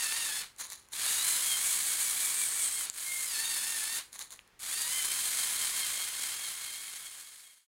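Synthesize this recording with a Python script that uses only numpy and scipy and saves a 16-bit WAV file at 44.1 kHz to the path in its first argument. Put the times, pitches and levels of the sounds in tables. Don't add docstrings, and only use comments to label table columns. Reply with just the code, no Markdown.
import sys
import numpy as np
from scipy import signal
from scipy.fft import rfft, irfft
from scipy.io import wavfile
from scipy.ndimage import uniform_filter1d

SR = 44100
rng = np.random.default_rng(int(sys.argv[2]) if len(sys.argv) > 2 else 0)


def unload_audio(sound):
    columns = np.transpose(np.atleast_2d(sound))
    steps = np.round(np.clip(columns, -1, 1) * 32767)
    wavfile.write(sys.argv[1], SR, steps.astype(np.int16))


N = 343980
T = np.arange(N) / SR

# centre_hz, width_hz, level_db
AXLE_MODES = [(1050, 450, -6.5), (1910, 1140, -6.5), (4080, 1240, -1), (6800, 1560, 2), (9000, 1500, -4.5),
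              (9930, 1960, 2.5), (13500, 5100, -8.5)]


def undb(db):
    return 10 ** (np.asarray(db) / 20)


def unit(x):
    return x / np.sqrt(np.mean(x ** 2))


def curve(rows):
    times, *columns = np.transpose(rows)
    return [np.interp(T, times, column) for column in columns]


def gate(start, end, edge_s):
    return np.exp(-np.maximum(np.maximum(start - T, T - end), 0) / edge_s)


def walk(rate_hz):
    step = max(int(SR / rate_hz), 1)
    zigzag = np.interp(T * rate_hz, np.arange(N), rng.standard_normal(N))
    return unit(uniform_filter1d(zigzag, step // 2 + 1))


def resonance(hz, modes):
    return np.sqrt(sum(undb(db) ** 2 / (1 + (2 * (hz - f) / width) ** 2) ** 2 for f, width, db in modes))


def ring(modes, base_db, size=1024):
    gain = resonance(np.fft.rfftfreq(size, 1 / SR), modes) + undb(base_db)
    cepstrum = irfft(np.log(gain))
    cepstrum[1:size // 2] *= 2
    cepstrum[size // 2 + 1:] = 0
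    response = irfft(np.exp(rfft(cepstrum)))
    return response / np.linalg.norm(response)


def convolve(x, response):
    return signal.oaconvolve(x, response)[:N]


def add(out, start_s, sound):
    i = int(start_s * SR)
    out[i:i + len(sound)] += sound[:N - i]


def rattle(per_s, scatter_db, ring_s, ring_db):
    force = undb(scatter_db * np.minimum(rng.exponential(size=N), 4))
    hits = (rng.random(N) < per_s / SR) * unit(force) * rng.choice([-1, 1], N)
    decay = undb(-60 / (ring_s * SR)) ** 2
    energy = signal.lfilter([1 - decay], [1, -decay], hits ** 2)
    ringing = np.sqrt(energy) * rng.standard_normal(N)
    return (hits + undb(ring_db) * ringing) / np.sqrt(per_s / SR * (1 + undb(ring_db) ** 2))


def envelope(since_on, since_off, attack_s, run_on_s, t60_s, jolt=0.12):
    attack = 1 - (1 - jolt) * np.exp(-since_on / attack_s)
    return attack * undb(-60 * np.maximum(since_off - run_on_s, 0) / t60_s)


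def tooth_phase(mesh_hz):
    return 2 * np.pi * np.cumsum(mesh_hz * (1 + 0.008 * walk(260))) / SR


def flutter():
    return unit(undb(2.4 * walk(35) + 3 * walk(240)))


def swept_gain(hz, modes):
    return resonance(hz[::64], modes).repeat(64)[:N]


def driving():
    # on_s, off_s, attack_s, sag, crest_s, period_s, surge, swell_db, song_db
    runs = [(-1, 0.4, 0.08, 0, 0.205, 0.245, 0.034, 0, 4),
            (0.9274, 2.842, 0.08, 0.45, 1.84, 0.187, 0.028, 1.1, 2.5),
            (2.925, 3.972, 0.12, 0, 3.485, 0.228, 0.03, 0.2, -1),
            (4.592, 7.7, 0.085, 0.45, 6.408, 0.208, 0.02, 0.2, 4)]
    # time_s, mesh_hz, clatter_db, hollow_db
    cruise = [
        [(0.0, 925, -35.5, -2.5), (0.4, 868, -37.5, -2.5)],
        [(1.1, 1075, -31.5, -4.5), (1.3, 1045, -30.5, -6), (1.48, 1086, -31.5, -6), (2.3, 1149, -32.5, -6.5),
         (2.55, 1135, -36.5, -5.5), (2.85, 1011, -35.5, -6)],
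        [(3.05, 1048, -34.5, -8), (3.15, 1105, -34.5, -8.5), (3.25, 1020, -35.5, -8), (3.35, 904.3, -35.5, -5),
         (3.52, 903, -35, -5), (3.97, 888, -37, -4.5)],
        [(4.8, 1054, -34, -5.5), (5.55, 1055, -34, -4), (6.4, 1072, -36.5, -2.5), (7.5, 1080, -37, -3)],
    ]
    spin_up_s, strain_lag_s, strain_db = 0.15, 0.03, 3.5
    runs = np.array(runs)
    current_run = runs[np.searchsorted(runs[1:, 0], T)]
    on, off, attack, sag, crest, period, surge, swell_db, song_db = current_run.T
    cruise_hz, clatter_db, hollow_db = curve(np.vstack(cruise))
    spin_up = 1 - sag * np.exp(-(T - on) / spin_up_s)
    mesh_hz = cruise_hz * spin_up * (1 + surge * np.cos(2 * np.pi * (T - crest) / period))
    phase = tooth_phase(mesh_hz)
    strain = np.cos(2 * np.pi * (T - crest - strain_lag_s) / period)
    clicking = envelope(T - on, T - off, attack, run_on_s=0.0052, t60_s=0.17)
    booming = envelope(T - on, T - off, 0.7 * attack, run_on_s=0.028, t60_s=0.2)
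    up_to_speed = clicking ** 2
    boom, click = track_clatter(mesh_hz, up_to_speed)
    links = clicking * undb(swell_db * strain - 0.23) * click
    gears = up_to_speed * undb(-3) * motors(mesh_hz, phase)
    hollow = undb(hollow_db) * (booming * undb(-1.73) * boom + gears)
    mount_db = hollow_db + song_db + strain_db * strain + 1.9 * walk(4)
    song = up_to_speed * undb(mount_db) * singing_mounts(mesh_hz, phase)
    return undb(clatter_db) * (links + hollow + song + whistles(phase))


def track_clatter(mesh_hz, up_to_speed, crossover_hz=5500):
    # centre_hz, width_hz, level_db
    frame_modes = [(1090, 510, -11.5), (1673, 900, -5.5), (2220, 610, -5.5), (3273, 1640, -6.5),
                   (4193, 1530, -3.5), (4900, 490, -8.5), (6760, 890, 0.5), (8460, 3450, 5),
                   (10060, 1900, 3.5), (12530, 3200, -3), (15200, 2500, -9)]
    link_hz = mesh_hz * 0.052 * (1 + 0.054 * walk(9))
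    link_phase = 2 * np.pi * np.cumsum(link_hz) / SR
    bunches = undb(0.65 * np.sin(link_phase) + walk(170) + 0.52 * walk(30))
    impacts = rattle(4000 + 4000 * up_to_speed, scatter_db=2.5, ring_s=0.011, ring_db=-3)
    clatter = convolve(impacts * bunches, ring(frame_modes, base_db=-40.5))
    bands = [signal.butter(4, crossover_hz, kind, fs=SR, output="sos") for kind in ("low", "high")]
    return [unit(signal.sosfiltfilt(band, clatter)) for band in bands]


def whine(mesh_hz, phase):
    # centre_hz, width_hz, level_db
    gearbox_modes = [(980, 280, -8.5), (1816, 250, -6), (2280, 320, 3.5), (2734, 250, -0.5), (3270, 830, 0),
                     (3800, 630, 2.5), (4610, 460, 4.5), (5240, 730, 0), (6600, 760, 2.5), (9530, 2200, 1)]
    return sum(swept_gain(k * mesh_hz, gearbox_modes) * flutter() * np.sin(k * phase)
               for k in range(1, 13))


def motors(mesh_hz, phase):
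    other_hz = mesh_hz * (1 + 0.025 * walk(4.5))
    load_db = np.interp(mesh_hz, [770, 870, 1000, 1140], [0.5, 2, -1.5, -9])
    lead = undb(-7) * whine(mesh_hz, phase)
    other = undb(-10) * whine(other_hz, tooth_phase(other_hz))
    return undb(load_db) * (lead + other)


def singing_mounts(mesh_hz, phase):
    # centre_hz, width_hz, level_db
    mount_modes = [(2146, 200, -17), (2370, 200, -12), (2740, 141, -19.5), (3248, 340, -13.5),
                   (4290, 220, -17)]
    tones = sum(swept_gain(k * mesh_hz, mount_modes) * np.cos(k * phase) for k in range(2, 6))
    return np.sqrt(2) * tones * flutter()


def whistles(phase):
    # start_s, end_s, harmonic, level_db
    presses = [(0, 0.366, 2, -10), (0.138, 0.3, 10, -10), (1.054, 1.35, 4, -14.5), (1.473, 1.555, 3, -12),
               (3.069, 3.255, 2, -11.5), (3.273, 3.6, 5, -10.5), (3.318, 3.967, 2, -14.5),
               (3.4, 3.97, 11, -14), (4.68, 5.0, 2, -18), (4.76, 4.93, 5, -18), (4.9, 5.12, 3, -15)]
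    tones = sum(undb(db) * gate(start, end, edge_s=0.0099) * np.cos(k * phase)
                for start, end, k, db in presses)
    return np.sqrt(2) * tones * flutter()


def room_reverb(t60_s, wet_db, size=16384):
    echoes = rng.standard_normal(size) * undb(-60 * np.arange(size) / SR / t60_s)
    response = undb(wet_db) * echoes / np.linalg.norm(echoes)
    response[0] = 1
    return response / np.linalg.norm(response)


def room_tone(level_db):
    # frequency_hz, relative_db
    spectrum = [(18, -36), (30, -6), (292, -15), (350, -14.5), (399, -14), (622, -19), (787, -15.5),
                (1870, -15.5), (15500, -35.5)]
    hz, db = np.transpose(spectrum)
    bins_hz = np.maximum(np.fft.rfftfreq(2 * N, 1 / SR), 1)
    gain = undb(np.interp(np.log(bins_hz), np.log(hz), db))
    noise = irfft(rfft(rng.standard_normal(2 * N)) * gain)[:N]
    return undb(level_db) * unit(noise)


def clicks(axles, size=512):
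    # start_s, peak_db
    ticks = [(0.0434, -20), (0.1234, -20.5), (0.5625, -44), (0.6, -30), (0.652, -33), (0.7015, -28),
             (0.7206, -26), (0.7317, -29), (0.8868, -45), (2.8094, -22.5), (4.1292, -32), (4.1912, -28.5),
             (4.223, -30), (4.3056, -32), (4.4761, -47)]
    # start_s, peak_db, pitch_hz, width_hz
    snaps = [(2.899, -17, 7300, 1150), (2.899, -28.5, 4600, 600), (4.392, -34, 2700, 1500),
             (0.123, -24, 2540, 1100)]
    out = np.zeros(N)
    age = np.arange(size) / SR
    contact = age * np.exp(-age / 0.00053)
    for start, db in ticks:
        tick = signal.fftconvolve(axles, contact * rng.standard_normal(size))
        add(out, start, undb(db) * tick / np.abs(tick).max())
    for start, db, hz, width in snaps:
        snap = ring([(hz, width, 0)], base_db=-29)
        add(out, start, undb(db) * snap / np.abs(snap).max())
    return out


def nudges(axles):
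    # start_s, driven_s, relative_db, coast_t60_s
    kicks = [(0.587, 0.03, -37, 0.42), (0.71, 0.016, -43.5, 0.31), (0.922, .012, -39.5, 0.2),
             (4.128, 0.03, -44, 0.24), (4.191, 0.022, -39.5, 0.23), (4.309, 0.02, -44.3, 0.23)]
    push, coast = np.zeros((2, N))
    for start, length, db, t60 in kicks:
        push += undb(db) * gate(start, start + length, edge_s=0.0055)
        rise = np.clip((T - start) / length, 0, 1)
        coast += rise * undb(db - 60 * np.maximum(T - start - length, 0) / t60)
    tooth_hz = (105 + 260 * coast / coast.max()) * (1 + 0.14 * walk(200))
    since_tooth = np.cumsum(tooth_hz) / SR % 1 / tooth_hz
    teeth = unit(np.exp(-since_tooth / 0.00036) + 0.3)
    rattling = teeth * rattle(7000, scatter_db=2.5, ring_s=0.008, ring_db=-3)
    soft = signal.sosfilt(signal.butter(1, 5000, fs=SR, output="sos"), coast * rattling)
    slips = coast * rattle(150, scatter_db=0, ring_s=0.004, ring_db=-6)
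    return convolve(undb(-7.5) * push * rattling + undb(-2) * soft + undb(-9) * slips, axles)


def scraping():
    # time_s, level_db
    rub = [(1.3, -70), (1.6, -41.5), (2.15, -45), (2.4, -36), (2.65, -37.5), (2.82, -42.5), (2.89, -73)]
    grains = rattle(3400, scatter_db=3.5, ring_s=0.01, ring_db=-4) * undb(2 * walk(25.13))
    sprocket = ring([(8400, 1350, 0)], base_db=-39)
    level = undb(curve(rub)[0]) * gate(rub[0][0], rub[-1][0], edge_s=0.0091)
    return level * convolve(grains, sprocket)


def scene():
    fade_s = (5.66, 7.666)
    axles = ring(AXLE_MODES, base_db=-36)
    toy = driving() + scraping() + nudges(axles) + clicks(axles)
    room = convolve(toy, room_reverb(t60_s=0.35, wet_db=-14)) + room_tone(level_db=-66)
    mono = np.interp(T, fade_s, [1, 0]) * room
    return np.array([mono, mono])


def record(dry, top_hz=15850):
    return signal.sosfilt(signal.ellip(12, 0.1, 75, top_hz, fs=SR, output="sos"), dry)


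dry = scene()
out = record(dry)
unload_audio(out)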